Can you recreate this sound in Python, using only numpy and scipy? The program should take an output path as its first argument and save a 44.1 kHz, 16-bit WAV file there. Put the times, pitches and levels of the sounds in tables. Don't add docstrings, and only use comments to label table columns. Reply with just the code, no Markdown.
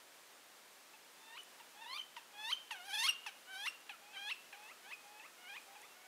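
import sys
import numpy as np
from scipy import signal
from scipy.fft import rfft, irfft, next_fast_len
from scipy.io import wavfile
from scipy.ndimage import uniform_filter1d, map_coordinates

SR = 44100
rng = np.random.default_rng(int(sys.argv[2]) if len(sys.argv) > 2 else 0)


def wav_record(signal):
    frames = np.transpose(np.atleast_2d(signal))
    bounded = np.clip(frames, -1, 1)
    quanta = np.round(bounded * 32767).astype(np.int16)
    wavfile.write(sys.argv[1], SR, quanta)


def invert_db(level):
    return 10 ** (np.asarray(level, dtype=float) / 20)


N = 268083


def unit(x):
    return x / np.sqrt(np.mean(x ** 2) + 1e-20)


def along(points, hz):
    f, v = np.transpose(points)
    return np.interp(np.log(hz + 1), np.log(f + 1), v)


def wobble(rate):
    knots = rng.standard_normal(int(N * rate / SR) + 4)
    return map_coordinates(knots, [np.arange(N) * rate / SR])


def coloured(x, spectrum):
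    m = next_fast_len(len(x) + 8192)
    gain = invert_db(along(spectrum, np.fft.rfftfreq(m, 1 / SR)))
    return irfft(rfft(x, m) * gain, m)[:len(x)]


# (frequency [Hz], level [dB per Hz])
HISS_COLOUR = [(12, -47), (20, -20), (44, -30), (129, -18.5), (239, -8.5), (274, -8), (506, -4), (727, -3),
               (1630, -4), (2690, -6), (4090, -8.5), (8200, -11.5), (15600, -17)]


def hiss():
    drift_db = 0.3 * wobble(3) + 0.25 * wobble(12)
    return invert_db(-60.5 + drift_db) * unit(coloured(rng.standard_normal(N), HISS_COLOUR))


def bends(flick, snap):
    t = np.arange(N) / SR
    whip, drop = np.zeros(N), np.zeros(N)
    for s, *_ in PIPS:
        whip += flick * np.exp(np.minimum(t - s + 0.004, 0) / 0.0035) * (t < s + 0.05)
    for s, *_ in CHUCKS:
        drop += snap * np.clip((s + 0.0015 - t) / 0.0028, 0, 1) * (t > s - 0.05)
    return 1 + whip + drop


# (time [s], beak towards microphone [dB], hoarseness [0-2], first partial [dB], even partials [dB])
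FACING = [(1.3, -5, 0.89, 1.5, 0), (1.6, -3, 1.04, 6.5, 0.5), (1.92, -1.5, 1.91, 2.5, -0.5),
          (2.17, 3.5, 1.09, 4.5, 1), (2.45, -1.5, 0.58, 0.5, 2.5), (2.72, -1.5, 0.92, -2.5, -1.5),
          (2.87, 5, 1.805, 2.5, 4.5), (2.96, -1.5, 1.29, -2, 3), (3.03, -2, 1.25, -2.5, 0),
          (3.27, -0.5, 0.91, -3.5, 1), (3.552, 0.5, 0.786, 1, 8), (3.66, -0.5, 1.062, -0.5, 6.5),
          (3.899, -4.5, 0.93, -6, -0.5), (4.25, -3.5, 0.54, -5.5, 2.5), (4.9, 1, 0.773, 1, 1.5),
          (5.5, -6, 0.58, -8, -2.5), (5.77, -1, 0.72, 6, 1), (6.01, -13, 0.67, -5, -5)]
# (time [s], shift [dB])
GAPE = [(1.25, -0.5), (1.36, -3), (1.83, -0.5), (1.92, -1.5), (1.96, -3.5), (2.45, 1.5), (2.8, -2.5),
        (2.95, 1.5), (3.0, 5), (3.055, 0), (3.27, 0), (3.5, -3), (3.64, 2), (4.16, 1.5), (4.28, 1.5),
        (4.9, -2), (5.47, -0.5), (6.0, -5.5)]


def timbre(t):
    s, *_, first_db, even_db = np.transpose(FACING)
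    first_db, even_db = np.interp(t, s, first_db), np.interp(t, s, even_db)
    gape_db = np.interp(t, *np.transpose(GAPE))
    return np.array([first_db, even_db - gape_db, 0 * t, even_db + gape_db])


def partials(t, pitch_hz, level_db, whip, throat, whip_db, thin_db):
    k = np.arange(1, 5)[:, None]
    quiet = np.clip(1 - 0.04 * (level_db + 62.5), 0.75, 2)
    thinning_db = thin_db * quiet * whip ** 2 * np.clip(k - 2, 0, 1.4)
    low_db = level_db + along(throat, k * pitch_hz) + np.outer(whip_db, whip) - thinning_db
    return np.vstack([t, pitch_hz, low_db])


def glide(start, end, hz, rise, db, swell_db):
    t = np.linspace(start, end, num=80)
    u = (t - start) / (end - start)
    soft_start_db = 4.5 * np.exp((start - t) / 0.0091)
    level_db = db - swell_db * (1 - u) ** 1.75 - soft_start_db
    return t, hz * (1 + rise * u ** 1.4), level_db


# (time [s], pitch [Hz], level [dB], length [s], fall [share of pitch])
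CHUCKS = [
    (0.936, 899.5, -62, 0.054, 0.15),
    (1.6, 978, -60, .033, .36),
    (2.167, 1011, -52, .032, .36),
    (2.71, 976.5, -41, 0.043, 0.34),
    (3.264, 916, -42.5, 0.033, 0.37),
    (3.895, 887, -47, 0.057, .38),
    (4.529, 862.5, -52.5, 0.031, 0.36),
    (5.197, 900, -57.5, .025, .3),
    (5.755, 895, -60, 0.035, .35),
]
# (time after onset [s], partials 1, 2, 3 and 4 [dB])
CHUCK_SHAPE = [
    (0, -4, -1.5, -1, -20),
    (0.015, -5, -16.5, -7, -15.5),
    (.027, -21, -16, -14, -12),
    (.04, -20, -12.5, -28, -26),
    (.075, -34, -12, -32, -34),
]
# (start [s], pitch [Hz], slow rise [share], level [dB], swell [dB])
SLURS = [
    (1.17, 881.3, .045, -58.5, 14.5),
    (2.33, 816.6, 0.15, -45.5, 19.5),
    (5.95, 725, 0.086, -65, -1),
]
# (time [s], pitch [Hz], level [dB])
HOARSE = [
    [(1.74, 815, -76), (1.764, 812, -67), (1.834, 930, -55.5), (1.85, 840, -56.5), (1.862, 918, -55),
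     (1.93, 1065, -50.5), (1.95, 1175, -51), (1.969, 1178, -50.5), (1.979, 1460, -55.5)],
    [(2.75, 751, -54.5), (2.818, 705, -60.5), (2.852, 774, -58), (2.884, 810, -57.5), (2.915, 746, -50.5)],
    [(2.915, 771, -52.5), (2.949, 876, -42.5), (2.968, 805, -48.5), (2.984, 886, -42), (3.027, 923, -39.5),
     (3.043, 1088, -37), (3.06, 1092, -38), (3.071, 1243, -39), (3.085, 1366, -45)],
    [(4.13, 766, -63), (4.146, 818, -56), (4.172, 758, -50), (4.192, 809, -53.5), (4.21, 797, -52.5),
     (4.288, 851, -48), (4.304, 1029, -47), (4.315, 1275, -48)],
    [(5.38, 708, -65), (5.404, 730, -64), (5.47, 723, -54), (5.5, 812, -49.5), (5.515, 793, -51.5),
     (5.536, 831, -51), (5.554, 947, -53.5), (5.571, 1115, -51.5)],
]
# (time [s], pitch [Hz], level [dB])
WAVER = [(3.465, 703, -79), (3.477, 736, -63.5), (3.52, 779.4, -59), (3.545, 754.6, -55), (3.575, 778, -56),
         (3.62, 826, -54), (3.651, 876, -52.5), (3.665, 1039, -47), (3.675, 1324, -45)]
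# (time [s], pitch [Hz], level [dB])
CLIPPED = [(4.83, 744, -70), (4.856, 750, -62), (4.885, 850, -59.5), (4.908, 890, -59), (4.92, 1060, -57),
           (4.927, 1200, -55)]
# (frequency [Hz], level [dB])
THROAT = [(700, -5), (1000, -5.5), (1600, -6.5), (2300, -5), (3000, -4), (3700, -5), (4400, 0), (5600, -5)]


def near_notes():
    whip_s, pip_gap_s, chuck_fall_s = 0.012, 0.004, 0.045
    last_end = (N / SR + 0.079, 2400)
    ends, pip_hz = np.transpose([(s - pip_gap_s, hz) for s, _, hz, *_ in PIPS] + [last_end])
    held = []
    for s, *row in SLURS:
        t, hz, db = glide(s, ends[ends > s][0], *row)
        whip = np.exp((t - t[-1]) / whip_s)
        goal_hz = 0.46 * pip_hz[ends > s][0]
        held.append((t, hz + whip * (goal_hz - hz[-1]), db, whip))
    for s, hz, db in map(np.transpose, HOARSE + [WAVER, CLIPPED]):
        t = np.linspace(s[0], s[-1], num=80)
        whip = np.exp((t - ends[ends > s[0]][0]) / whip_s)
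        held.append((t, np.interp(t, s, hz), np.interp(t, s, db), whip))
    notes = [partials(*note, THROAT, whip_db=[5.9, 10.8, 11, 1.8], thin_db=26) for note in held]
    after, *shape_db = np.transpose(CHUCK_SHAPE)
    u = np.linspace(0, 1, num=20)
    for s, hz, db, length, fall in CHUCKS:
        pitch_hz = hz * (1 - fall * (1 - np.exp(-u * length / chuck_fall_s)))
        low_db = [db + np.interp(u * length, after, c) for c in shape_db]
        notes.append(np.vstack([s + u * length, pitch_hz, low_db]))
    return [np.vstack([n[:2], n[2:] + timbre(n[0])]).T.tolist() for n in notes]


# (frequency [Hz], level [dB])
BEAK = [(3500, -1.5), (4500, -10), (6200, -12), (7300, -23.5), (8500, -20.5), (10000, -14.5), (12000, -23),
        (14000, -24), (16000, -42)]
# (frequency [Hz], level [dB per Hz])
BREATH = [(400, -22), (1000, -19.5), (3000, 2.5), (6000, -14.5), (7500, -17.5), (10000, -8.5), (13000, -28),
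          (16000, -13)]


def voice(notes, bend, facing_db, hoarse, attack, release, breath_db, brighten):
    t = np.arange(N) / SR
    notes = sorted(notes)
    gates = []
    for n in notes:
        edges = np.minimum((t - n[0][0]) / attack, (n[-1][0] - t) / release)
        gates.append(np.clip(edges + 1, 0, 1))
    gate = np.max(gates, axis=0)
    s, *cols = np.transpose(np.vstack(notes))
    pitch_hz, *low_db = [uniform_filter1d(np.interp(t, s, c), size=180) for c in cols]
    low_db[2:] = [db - 30 * np.maximum(bend - 1.2, 0) for db in low_db[2:]]
    pitch_hz = pitch_hz * bend * (1 + hoarse * (0.00493 * wobble(220) + 0.00423 * wobble(60)))
    phase = 2 * np.pi * np.cumsum(pitch_hz) / SR

    effort_db = 10 * np.log10(sum(invert_db(2 * db) for db in low_db[1:]))
    lift_db = effort_db + brighten * (effort_db + 35.5) + facing_db
    upper_db = 10 * np.log10(sum(invert_db(2 * db) for db in low_db[2:]))
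    edge_db = upper_db - effort_db + 2 - 22 * (bend - 1)
    high_db = []
    for k in range(5, 21):
        too_high_db = 99 * (k * pitch_hz > SR / 2.5)
        beak_db = along(BEAK, k * pitch_hz) + facing_db * (k - 5) / 8
        high_db.append(lift_db + edge_db + beak_db - too_high_db)

    patches = wobble(30.086)
    tone = 0
    for k, db in enumerate(low_db + high_db, 1):
        shake = 1.67 * wobble(110) + 0.59 * np.roll(patches, shift=9000 * k)
        flutter_db = hoarse ** 0.61 * (1 + min(k, 9) / 6) * shake
        flutter_db = np.minimum(flutter_db, 3)
        blur = (k / 12) ** 2 * wobble(350)
        tone = tone + invert_db(db + flutter_db) * np.cos(k * phase + k * k / 3.68 + blur)
    puffs = unit(coloured(rng.standard_normal(N), BREATH) * (1 + 0.9 * np.cos(phase)))
    breath = hoarse * invert_db(lift_db + breath_db + 0.77 * wobble(60)) * puffs
    rasp = invert_db(3.34 * np.maximum(hoarse - 1, 0) * wobble(260))
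    return gate * (np.sqrt(2) * rasp * tone + breath)


def near_bird():
    t = np.arange(N) / SR
    s, facing_db, hoarse, *_ = np.transpose(FACING)
    return voice(near_notes(), bends(flick=0.16, snap=0.6), np.interp(t, s, facing_db), np.interp(t, s, hoarse),
                 attack=0.004, release=0.00075, breath_db=-12, brighten=0.49)


# (frequency [Hz], time [s])
WOODS_DECAY = [(500, 0.36), (1500, 0.6), (2400, 0.43), (2900, 0.78), (3400, 0.52), (6000, 0.15),
               (12000, 0.16)]
# (frequency [Hz], level [dB])
SCATTER = [(300, -50), (900, -4.5), (1600, -5.5), (2900, -6.5), (5500, -1.5), (9000, -0.5), (16000, 0)]


def woods(x, near_db, far_db, lumps_db):
    t = np.arange(SR) / SR
    near = rng.standard_normal(SR) * invert_db(-60 * t / 0.092) * (t > 0.006)
    lumpy = rng.standard_normal(SR) * invert_db(lumps_db * wobble(71.6)[:SR])
    hz, frames, z = signal.stft(lumpy, SR, nperseg=256)
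    decay = invert_db(-60 * frames / along(WOODS_DECAY, hz)[:, None])
    far = signal.istft(z * decay, SR, nperseg=256)[1][:SR] * (1 - np.exp(-t / 0.008))
    answer = invert_db(near_db) * near / np.linalg.norm(near) + invert_db(far_db) * far / np.linalg.norm(far)
    return coloured(signal.fftconvolve(x, answer)[:N], SCATTER)


# (time [s], peak level [dB], pitch [Hz], overtones [dB], length [s])
PIPS = [
    (1.3848, -48, 3006, -17, 0.023),
    (1.9952, -37.5, 3100, -21.5, 0.013),
    (2.5273, -28.5, 3135, -19.5, 0.015),
    (3.0872, -25.5, 2859, -9.5, 0.0202),
    (3.6793, -34, 2795, -11, 0.014),
    (4.318, -34, 2716, -17.5, 0.016),
    (4.9316, -41.5, 2560, -16, 0.016),
    (5.5741, -47, 2468, -21.5, 0.016),
]
# (time [s], peak level [dB], pitch [Hz], overtones [dB], length [s])
STUTTERS = [
    (1.4063, -50, 3050, -16, 0.0068),
    (1.9829, -41.5, 3155, -16, 0.0101),
    (2.0088, -43, 3126, -18, 0.0166),
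    (3.1059, -31, 2787, -19, 0.0056),
    (4.3335, -56, 2620, -19, 0.0087),
]


def pips():
    out = np.zeros(N + SR)
    air = unit(coloured(rng.standard_normal(N), BREATH))
    peak_share = 0.48
    for s, db, hz, over_db, length in PIPS + STUTTERS:
        t = np.arange(round(length * SR)) / SR
        u = t / length
        swell = np.sin(np.pi * u ** (np.log(0.5) / np.log(peak_share))) ** 0.55
        phase = 2 * np.pi * hz * t * (1 - 0.016 * u ** 3)
        steps = [(2, -1), (3, -7.5), (4, -12.5), (5, -19)]  # (overtone number, level [dB])
        overtones = sum(invert_db(step_db) * np.cos(k * phase) for k, step_db in steps)
        i = round((s - 0.003) * SR)
        extras = swell ** 2 * overtones + invert_db(-10.0) * air[i:i + len(t)]
        out[i:i + len(t)] += invert_db(db) * swell * (np.cos(phase) + invert_db(over_db) * extras)
    return out[:N]


# (time [s], peak level [dB])
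TICKS = [
    (1.434, -43),
    (5.8179, -44.5),
]
# (frequency [Hz], level [dB])
CLAW = [(3000, -30.5), (6500, -4.5), (9000, -4.5), (12000, -8.5), (14000, -25.5), (16000, -50.5)]


def ticks():
    out, t = np.zeros(N + SR), np.arange(400) / SR
    for s, db in TICKS:
        scrape = np.diff(rng.standard_normal(len(t) + 1)) * 1.75
        out[round(s * SR):][:len(t)] += invert_db(db - 60 * t / 0.0054) * scrape
    return coloured(out[:N], CLAW)


# (start [s], end [s], pitch [Hz], slow rise [share], level [dB])
ANSWERS = [
    (1.923, 2.031, 820, 0.015, -66),
    (4.01, 4.192, 808, 0.12, -63.5),
    (4.548, 4.731, 815, .12, -59),
    (5.033, 5.274, 818, 0.09, -60),
    (5.663, 5.864, 784, 0.11, -63.5),
]
# (frequency [Hz], level [dB])
THROAT_FAR = [(750, 8.5), (1000, -18), (1600, -23), (2000, 2), (2400, -7.5), (2700, -0.5), (3400, -14.5),
              (5000, -17)]
# (time [s], third and fourth partial [dB])
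FACING_FAR = [(1.98, 3), (4.1, 4), (4.64, 2.5), (5.15, 0), (5.75, -2)]


def far_notes():
    break_lead_s = 0.022
    notes = []
    for row in ANSWERS:
        t, hz, db = glide(*row, swell_db=8)
        late = t - t[-1] + break_lead_s
        whip = 1 / (1 + np.exp(-late / 0.0085))
        fade_db = 28 * np.clip(late / break_lead_s, 0, 1) ** 3
        note = partials(t, hz * (1 + 0.58 * whip), db - fade_db, whip, THROAT_FAR,
                        whip_db=[31, 10, -15, -8], thin_db=8)
        note[4:] += np.interp(t, *np.transpose(FACING_FAR))
        notes.append(note.T.tolist())
    return notes


def far_bird():
    facing_db = np.interp(np.arange(N) / SR, [2.1, 3.9], [7, -3])
    return voice(far_notes(), 1, facing_db, 0.426, attack=0.00655, release=0.0035, breath_db=-22, brighten=0.4)


# (time [s], pitch [Hz], level [dB])
WHISTLE = [
    (5.822, 3342, -67),
    (5.845, 3480, -65),
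    (5.869, 3630, -67),
    (5.877, 3200, -130),
    (5.895, 2760, -68),
    (5.928, 2706, -64),
    (5.942, 2750, -74),
]


def thin_tones():
    t = np.arange(N) / SR
    s, hz, db = np.transpose(WHISTLE)
    level = invert_db(np.interp(t, s, db, -150, -150))
    return level * np.sin(2 * np.pi * np.cumsum(np.interp(t, s, hz)) / SR)


# (frequency [Hz], level [dB])
MIC = [(100, -40), (450, -6), (700, 0)]


def scene():
    birds = near_bird() + far_bird() + pips() + thin_tones()
    echoes = woods(birds, near_db=-4.0, far_db=-14.0, lumps_db=4.5)
    mono = coloured(birds + echoes, MIC) + ticks() + hiss()
    return np.array([mono, mono])


# (time [s], low edge [Hz], high edge [Hz])
SPLITS = [
    (3.01, 4200, 5800),
    (3.01, 6300, 8300),
    (3.01, 11000, 15300),
]


def parted(mono, share):
    side, window = np.zeros(N), np.hanning(1400) ** 0.5
    chance = rng.uniform(size=(20, 3))
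    start_s = chance[:, 0] * (N / SR - 0.1) + 0.053
    low_hz = 4000 + 9000 * chance[:, 1]
    faint = np.transpose([start_s, low_hz, low_hz * (1.072 + 0.167 * chance[:, 2])])
    for s, lo_hz, hi_hz in [*SPLITS, *faint]:
        i = round(s * SR) - 700
        band = signal.butter(4, [lo_hz, min(hi_hz, 15500)], 'bandpass', fs=SR, output='sos')
        side[i:i + 1400] += share * window * signal.sosfilt(band, mono[i - 90:i + 1310])
    return side


# (frequency [Hz], level [dB])
BAND = [(15680, 0), (15750, -90)]


def roll_off(x):
    return signal.sosfilt(signal.butter(12, 15710, fs=SR, output="sos"), x)


def record(dry):
    mono = coloured(dry[0], BAND)
    stereo = mono + parted(mono, share=0.75) * np.array([[1], [-1]])
    return roll_off(stereo)


dry = scene()
out = record(dry)
wav_record(out)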